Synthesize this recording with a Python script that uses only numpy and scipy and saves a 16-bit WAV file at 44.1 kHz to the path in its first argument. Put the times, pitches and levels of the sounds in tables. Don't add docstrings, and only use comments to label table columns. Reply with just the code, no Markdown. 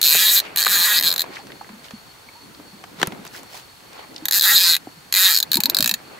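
import sys
import numpy as np
from scipy import signal
from scipy.fft import rfft, irfft, next_fast_len
from scipy.io import wavfile
from scipy.ndimage import uniform_filter1d, minimum_filter1d, map_coordinates

SR = 44100
rng = np.random.default_rng(int(sys.argv[2]) if len(sys.argv) > 2 else 0)


def store_wav(level_fs):
    pcm = np.round(np.clip(np.atleast_2d(level_fs), -1, 1) * 32767)
    wavfile.write(sys.argv[1], SR, pcm.T.astype(np.int16))


N = 272979

# time in seconds, lapping level in dB, patter level in dB.
WATER_STIR = [(0, -56, -39), (.14, -43.5, -39), (.3, -50, -35), (.96, -41.5, -31.5), (1.25, -48, -34),
              (1.45, -50, -43.5), (1.96, -54, -46.5), (2.12, -58.5, -48), (2.9, -50.5, -48),
              (3.12, -42.5, -39), (3.29, -50, -42.5), (3.8, -55.5, -48), (4.55, -43.5, -39),
              (4.93, -55.5, -50), (5.4, -51.5, -42), (5.72, -41.5, -32), (5.95, -46.5, -41),
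              (6.19, -51, -37)]


def amp(db):
    return 10 ** (np.asarray(db) / 20)


def unit(x):
    return x / np.sqrt(np.mean(x ** 2) + 1e-20)


def along(points, hz):
    f, v = np.transpose(points)
    return np.interp(np.log(hz + 1), np.log(f + 1), v)


def curves(rows):
    s, *columns = np.transpose(rows)
    return [np.interp(np.arange(N) / SR, s, c) for c in columns]


def wobble(rate):
    points = rng.standard_normal(int(N * rate / SR) + 4)
    return map_coordinates(points, [np.arange(N) * rate / SR])


def filtered(x, response):
    m = next_fast_len(x.shape[-1] + 8192)
    spectrum = rfft(x, m) * response(np.fft.rfftfreq(m, 1 / SR))
    return irfft(spectrum, m)[..., :x.shape[-1]]


def modes(table):
    def response(f):
        total = 0
        for k, (center, width, db) in enumerate(table):
            damping = 1j * f * width
            total = total + (-1) ** k * amp(db) * damping / (center * center - f * f + damping)
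        return total
    return response


def rush(spectrum, patchy_db):
    # frequency in Hz, likeness from 0 to 1.
    likeness = [(60, 1), (240, 0.39), (950, 0.02), (3770, 0.15), (15000, 1)]
    z = signal.stft(rng.standard_normal((2, N)), nperseg=512)[2]
    patches = uniform_filter1d(rng.standard_normal(z.shape[1:]), size=6, axis=0)
    patches = uniform_filter1d(patches, size=8, axis=1)
    pair = signal.istft(z * amp(patchy_db * unit(patches)), nperseg=512)[1][:, :N]

    def colour_and_spread(hz):
        turn = np.arccos(np.clip(along(likeness, hz), -1, 1)) / 2
        return amp(along(spectrum, hz)) * np.array([np.cos(turn), np.sin(turn)])

    mid, side = filtered(pair, colour_and_spread)
    return unit(np.array([mid + side, mid - side]))


def add(out, s, sound):
    part = out[..., round(s * SR):round(s * SR) + sound.shape[-1]]
    part += sound[..., :part.shape[-1]]


def reel():
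    # time in seconds,
    # teeth passed since the row before, relative level of the spring's ring in dB.
    spool_turns = [
        [(.015, 1, -9.5), (.0285, 1, -6.5), (.0384, 1, -7), (.0678, 5, -5.5), (.1076, 5, -6.5), (.1691, 10, -5),
         (.2078, 7, -7), (.245, 8, -8.5), (.3008, 12, -5.5), (.338, 9, -16), (.3712, 8, -4.5), (.3913, 4, -8),
         (.4003, 1, -7)],
        [(.5603, 1, -13), (.5725, 1, -5), (.581, 1, -7), (.6105, 5, -12), (.6268, 2, -6), (.6584, 3, -11),
         (.6696, 2, -11), (.6786, 1, -7), (.694, 2, -15), (.7164, 4, -10), (.7591, 10, -11), (.8399, 14, -8.5),
         (.8728, 8, -13), (.9303, 12, -9.5), (.9764, 11, -5.5), (.9881, 2, -3.5), (.9974, 1, -10),
         (1.01, 1, -11), (1.025, 1, -9), (1.0352, 1, -10), (1.0548, 3, -9), (1.077, 4, -3.5), (1.0916, 2, -9),
         (1.1255, 3, -10), (1.1388, 1, -18), (1.161, 1, -11), (1.1796, 1, -12.5), (1.1939, 1, -7.5),
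         (1.218, 2, -11)],
        [(4.2549, 1, -12), (4.2839, 1, -6.5), (4.31, 1, -9), (4.323, 1, -4.5), (4.3403, 2, -8),
         (4.3852, 9, -10), (4.3953, 1, -2.5), (4.41, 1, -1.5), (4.4212, 1, -7), (4.4353, 2, -4.5),
         (4.4622, 6, -8), (4.4995, 7, -7.5), (4.5437, 12, -10.5), (4.5548, 3, -4), (4.5777, 5, -2.5),
         (4.598, 3, -7), (4.64, 8, -4.5), (4.7095, 12, -4.5), (4.7346, 4, -3), (4.751, 2, -4),
         (4.7646, 1, -9.5)],
        [(5.125, 1, -9.5), (5.1394, 1, -4.5), (5.1594, 2, -5), (5.2245, 12, -7.5), (5.2555, 6, -2.5),
         (5.2934, 7, -10), (5.31, 3, -8), (5.3303, 3, -10.5), (5.353, 3, -4.5), (5.3733, 2, -3.5),
         (5.3862, 1, -11), (5.4017, 1, -5), (5.427, 1, -5)],
        [(5.5167, 1, -6), (5.5314, 1, -5), (5.5424, 1, -0.5), (5.555, 1, -4), (5.57, 1, -6), (5.6039, 1, -10.5),
         (5.6355, 1, -4.5), (5.6567, 1, -3), (5.6977, 1, -3.5), (5.7465, 1, -2.5), (5.7678, 1, -1.5),
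         (5.7865, 1, -7), (5.8254, 2, -4.5), (5.8429, 1, -5), (5.8758, 2, -10.5), (5.8932, 1, -5.5),
         (5.912, 1, -6.5), (5.9394, 1, -8.5)],
    ]
    s, teeth, ring_db = np.transpose(np.concatenate(spool_turns))
    passed = np.cumsum(teeth)
    tooth = np.arange(passed[0], passed[-1] + 1)
    when = np.interp(tooth, passed, s)
    longest_gap = -minimum_filter1d(-np.gradient(when), size=7)
    fast = longest_gap < .007
    when = np.where(fast, uniform_filter1d(when, size=5), when)
    clicks = pawl_clicks(when, np.interp(tooth, passed, ring_db), fast)

    at = np.round(when * SR).astype(int)[:, None] + np.arange(clicks.shape[2])
    out, t = np.zeros((2, N)), np.arange(SR // 10) / SR
    for group in np.array_split(np.arange(len(tooth)), len(tooth) // 9):
        start = at[group].min()
        places = (at[group] - start).ravel()
        direct = np.array([np.bincount(places, c[group].ravel()) for c in clicks])
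        tail = rng.standard_normal((2, len(t))) * amp(-60 * t / 0.043) * (t > .0015)
        echo = signal.fftconvolve(direct, tail / np.linalg.norm(tail[0]), axes=1)
        add(out, start / SR, direct)
        add(out, start / SR, amp(-8.5) * echo)
    return filtered(out, lambda hz: 1 / (1 + (500 / (hz + 1)) ** 4))


def pawl_clicks(when, ring_db, fast):
    # multiple of its pitch, width in Hz, relative level in dB.
    spring = [(.9, 348, 1.5), (1, 405, 11.5), (1.09, 443, 0), (1.2, 400, 1.5)]
    # frequency in Hz, width in Hz, relative level in dB.
    cup = [(920, 154, -13.5), (1296, 280, -2.5), (1661, 144, -2.5), (1870, 217, 0)]
    frame = [(2453, 290, 4), (2782, 49, -23), (3240, 347, 7)]
    tip = [(5400, 350, -5), (5970, 252, -8), (6654, 188, -3.5), (7100, 220, -5), (7810, 410, 2),
           (8700, 670, 5.5), (11160, 410, 0), (10870, 440, 0), (11590, 436, 6.5), (12090, 450, 11.5),
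           (13330, 510, 5), (14370, 460, 7), (16800, 470, -10)]
    # time in seconds,
    # spring pitch in Hz, then relative levels in dB of pawl tip, spool cup and frame.
    click_colour = [
        [(.015, 3940, -4, -20.5, -19.5), (.134, 4150, -3, -18.5, -14), (.23, 4060, -5, -17.5, -16),
         (.298, 3958, -7, -21.5, -23), (.34, 4014, -3, -20.5, -22.5), (.4, 4020, -8, -21, -21)],
        [(.56, 3990, -7, -17, -16.5), (.63, 4310, -6, -14, -19.5), (.675, 4000, -9.5, -18, -16),
         (.72, 4040, -6.5, -13, -22.5), (.84, 4010, -6, -15, -19), (.91, 3860, -9, -13.5, -20.5),
         (.99, 4160, -8, -17, -20), (1.088, 3980, -9, -19, -22), (1.12, 4050, -11.5, -19, -25),
         (1.23, 3996, -10, -21.5, -25)],
        [(4.25, 3820, -6.5, -17.5, -26), (4.338, 4200, -5, -17.5, -25), (4.412, 4040, -4.5, -20, -26),
         (4.46, 3990, -5.5, -10, -25), (4.55, 3973, -6, -14.5, -23), (4.6, 4110, -6.5, -19.5, -17),
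         (4.698, 4110, -6, -17, -23.5), (4.77, 4030, -7.5, -16.5, -17)],
        [(5.12, 4246, -5, -16.5, -14), (5.22, 3980, -3.5, -14, -19.5), (5.282, 3930, -4.5, -13.5, -16),
         (5.31, 4150, -6, -14.5, -17), (5.356, 4370, -6.5, -21, -18), (5.43, 3960, -7, -21.5, -30)],
        [(5.51, 4160, -6.5, -19, -18.5), (5.62, 4180, -5.5, -20, -16), (5.75, 4100, -7, -17, -26),
         (5.822, 4250, -4, -18, -16), (5.87, 4060, -5, -15.5, -15), (5.95, 4180, -6, -18, -19.5)],
    ]
    at_s, *colour = np.transpose(np.concatenate(click_colour))
    pitch, tip_db, cup_db, frame_db = [np.interp(when, at_s, c) for c in colour]

    count, t = len(when), np.arange(SR // 50) / SR
    clicks = np.zeros((2, count, len(t)))
    # resonances, frequency multiplier, level per tooth in dB, rise in s, phase scatter in radians
    parts = [(spring, pitch[:, None], ring_db - 1, .0006, .3), (cup, 1, cup_db + 3, .0012, .4),
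             (frame, 1, frame_db + 5, .001, .4), (tip, 1, tip_db - 4, .0007, 1.5)]
    for table, scale, part_db, rise, scatter in parts:
        for k, (hz, width, db) in enumerate(table):
            luck = rng.standard_normal((count, 5))
            drift = 3 * uniform_filter1d(luck[:, 0], size=9)
            level = amp(part_db + db + 1.8 * luck[:, 1] + 2.2 * drift)
            drift = drift[:, None]
            lean = 0.061 * (1 + drift * 0.47) * (-1) ** k
            first_rebound = 0.36 * (1 + 0.3 * fast)
            drops = [(0, 0.88, scatter * luck[:, 2]), (.0026, first_rebound, 2 * luck[:, 3]),
                     (.0054, 0.038, 2 * luck[:, 4])]
            for delay, size, phase in drops:
                u = np.maximum(t - delay, 0)
                swell = (1 - np.exp(-u / rise)) ** 2
                ring = (size * level)[:, None] * swell * np.exp(-np.pi * width * u)
                angle = 2 * np.pi * (hz * scale + 60 * drift) * u + phase[:, None] + np.pi * k
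                clicks += ring * np.sin([angle + lean, angle - lean])

    hiss = rng.standard_normal((3, count, len(t)))
    burst = amp(tip_db - 5.5)[:, None] * (1 - np.exp(-t / 0.00053)) * amp(-60 * t / 0.012)
    bright_hiss = np.diff(hiss[0] + 1.6 * hiss[1:], axis=2, prepend=0)
    return clicks + bright_hiss * burst / 2


def knocks():
    # time in seconds,
    # level in dB before the shared 18 dB lift, centre in Hz, 60 dB decay time in seconds.
    dull_knocks = [(.149, -13, 990, 0.071), (1.24, -23.5, 800, 0.032), (1.469, -33, 2920, 0.024),
                   (1.69, -30.5, 1000, 0.046), (1.908, -27.5, 1390, 0.024), (1.978, -42, 1200, .022),
                   (2.598, -32.5, 500, 0.023), (2.839, -25.5, 1270, 0.035), (3.016, -12.5, 1410, 0.013),
                   (3.029, -2.5, 1190, 0.021), (3.06, -30, 1400, 0.051), (3.072, -18.5, 980, 0.045),
                   (3.121, -22.5, 880, 0.032), (3.931, -35.5, 2780, .021)]
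    tackle_clinks = [(.45, -22, 2450, 0.31), (.665, -3.5, 1330, 0.02), (.666, -14, 640, 0.021),
                     (1.354, -33, 3950, 0.019), (1.368, -21.5, 1830, 0.042), (1.501, -33, 1700, 0.029),
                     (1.519, -28, 2400, 0.019), (1.555, -36, 854, .03), (1.61, -23.5, 880, 0.055),
                     (1.645, -34, 1480, .03), (1.843, -34, 4140, .049), (1.884, -34, 3000, 0.027),
                     (2.547, -36, 4160, .021), (3.276, -31.5, 5500, .015), (3.345, -25, 1610, 0.11),
                     (3.54, -25, 840, 0.12), (4.143, -36.5, 4400, .022), (4.162, -22.5, 4230, 0.021),
                     (4.18, -29, 4230, 0.025)]
    wet_slaps = [(2.999, -24.5, 1010, 0.097), (3.072, -17, 6400, .0069), (3.251, -28, 1050, 0.021),
                 (3.266, -29, 1100, 0.036), (3.432, -34, 4400, 0.02), (3.527, -40, 9000, .012)]
    # frequency in Hz, width in Hz, relative level in dB.
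    hull = [(166, 50, -3), (294, 134, -5), (414, 135, -2.5), (660, 160, -4), (984, 450, -5)]
    # rows, width as a share of the centre at a 0.036 s decay, thud and treble relative levels in dB
    kinds = [(dull_knocks, 2.25, -9, -43.5), (tackle_clinks, 0.48, -40.5, -25.5), (wet_slaps, 5.1, -5, 1.5)]
    out, t = np.zeros((2, N)), np.arange(SR // 8) / SR
    for rows, share, thud_db, treble_db in kinds:
        for s, db, hz, t60 in rows:
            envelope = (1 - np.exp(-t / 0.000093)) * amp(-60 * t / t60)
            mid, side, low = rng.standard_normal((3, len(t))) * envelope
            pair = np.array([mid + 0.73 * side, mid - 0.54 * side])
            width = share * hz * (0.036 / t60) ** 0.13
            body = modes([(hz, width, 0)])
            tick = filtered(pair, lambda f: body(f) ** 2)
            tick += filtered(pair * amp(-60 * t / 0.004), modes([(8000, 41000, treble_db)]))
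            thud = filtered(low, modes(hull))
            tick, thud = tick / np.linalg.norm(tick), thud / np.linalg.norm(thud)
            add(out, s, amp(db + 18) * (tick + amp(thud_db) * thud))
    return out


def water():
    # frequency in Hz, relative level in dB.
    lap_spectrum = [(15, -68), (25, -50), (52, -30), (162, -8.5), (202, -9), (312, -7.5), (700, -16.5),
                    (910, -15), (1540, -120)]
    # time in seconds, level in dB, pitch in Hz.
    air_gulps = [(1.289, -38, 381), (1.698, -31, 206), (1.73, -31, 198), (1.765, -42, 230),
                 (1.935, -20.5, 203), (2.592, -36, 283), (2.729, -35.5, 201), (2.982, -32, 180),
                 (3.037, -24, 362), (3.076, -8, 169), (3.19, -28, 199), (4.222, -25.5, 296.2),
                 (4.968, -39, 147.3), (5.477, -42, 142), (5.557, -12, 251), (5.572, -23.5, 913),
                 (5.573, -17, 350), (5.587, -9, 212), (5.59, -30, 825), (5.645, -20.5, 252),
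                 (5.665, -30, 924), (5.68, -23, 297), (5.715, -29.5, 366), (5.797, -12, 241.6),
                 (5.8, -27, 610), (5.821, -18, 145), (5.849, -26, 225), (5.919, -27, 215)]
    # time in seconds, level in dB, starting pitch in Hz, 60 dB decay time in seconds,
    # rise (half the share the pitch climbs by).
    gliding_tones = [(1.39, -36.5, 780, 0.137, .39), (2.288, -32.5, 2250, 0.029, .03),
                     (2.352, -42.5, 890, .24, .3), (1.61, -32.5, 760, .08, .15),
                     (4.872, -16, 295, 0.026, .03), (4.871, -21.5, 726, 0.019, .03)]
    out = amp(curves(WATER_STIR)[0] + 2.2 * wobble(14)) * rush(lap_spectrum, patchy_db=3)
    for s, db, hz in air_gulps:
        t60 = 0.037 * amp(0.48 * (-11 - db))
        add(out, s, bubble(db, hz, t60, 0.041))
    for s, *shape in gliding_tones:
        add(out, s, bubble(*shape))
    for when, pitch, size in rng.random((70, 3)):
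        hz = 300 * amp(19 * pitch)
        level_db = -52 - 5 * np.log(size + 0.00084)
        add(out, when * N / SR, bubble(level_db, hz, 30 / hz, 0.54))
    return out


def bubble(db, hz, t60, rise):
    t = np.arange(round(t60 * SR)) / SR
    waver = 0.85 * np.sin(2 * np.pi * (28 * t + rng.random()))
    tone = np.sin(2 * np.pi * hz * (t + rise * t * t / t60) + waver)
    balance = amp(np.array([[1], [-1]]) * rng.normal(0, 0.27))
    return amp(db - 60 * t / t60) * (1 - np.exp(-t * hz)) * tone * balance


def cloth():
    # frequency in Hz, relative level in dB.
    cloth_spectrum = [(200, -26), (400, -5), (850, -4), (1650, -5.5), (2450, -3.5), (4900, -4),
                      (9000, -12.5), (16000, -13), (20000, -40)]
    # start in seconds, length in seconds, level in dB,
    # corner in Hz above which the stroke gets duller.
    sleeve_strokes = [(1.286, 0.15, -36, 5000), (1.823, 0.066, -39.5, 7000), (2.52, 0.087, -57, 12000),
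                      (2.946, 0.16, -32.5, 4000), (3.232, 0.066, -44, 9000), (3.299, 0.13, -39.5, 30000),
                      (3.468, 0.19, -40, 30000), (3.86, 0.25, -33, 1960), (0.387, 0.12, -32.5, 3050),
                      (4.124, 0.079, -52, 6000)]
    noise = amp(2.3 * wobble(330)) * rush(cloth_spectrum, patchy_db=1.5)
    patter = filtered(noise[::-1, ::-1], lambda hz: 1 / (1 + (hz / 2500) ** 4))
    out = amp(curves(WATER_STIR)[1]) * patter
    for s, length, db, corner_hz in sleeve_strokes:
        stroke = noise[:, round(s * SR):round((s + length) * SR)]
        dulled = filtered(stroke, lambda hz: 1 / (1 + (hz / corner_hz) ** 2))
        add(out, s, amp(db) * np.hanning(stroke.shape[1]) * dulled)
    return out


def crickets():
    # middle in seconds, level change in dB.
    chorus_lulls = [(0, 0), (1.6, 2), (1.75, -6), (2.17, -4.5), (2.52, -6), (2.9, -10), (3.1, -7),
                    (3.3, -5), (3.75, -4), (4.8, -7)]
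    song = modes([(4420, 220, 0), (4200, 300, -8)])
    band = filtered(rng.standard_normal((2, N)), lambda hz: song(hz) ** 2)
    t = np.arange(N) / SR
    lull_db = sum(db * np.exp(-((t - s) / 0.097) ** 2) for s, db in chorus_lulls)
    chorus = unit(band + 0.35 * band[::-1])
    return amp(-53.5 + lull_db + 1.8 * wobble(35)) * chorus


def night_air():
    # frequency in Hz, relative level in dB.
    night_spectrum = [(15, -54), (25, -14), (123, -2), (624, -13.5), (734, -6.5), (796, -9.5), (887, -5.5),
                      (2760, -11.5), (4370, -10), (4870, -13.5), (16000, -21.5)]
    return amp(-48) * rush(night_spectrum, patchy_db=.3)


def scene():
    return reel() + knocks() + water() + cloth() + crickets() + night_air()


def record(dry):
    soft = dry / (1 + np.abs(dry) ** 20) ** (1 / 20)
    return filtered(soft, lambda hz: np.clip((15900 - hz) / 300, 0, 1))


dry = scene()
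out = record(dry)
store_wav(out)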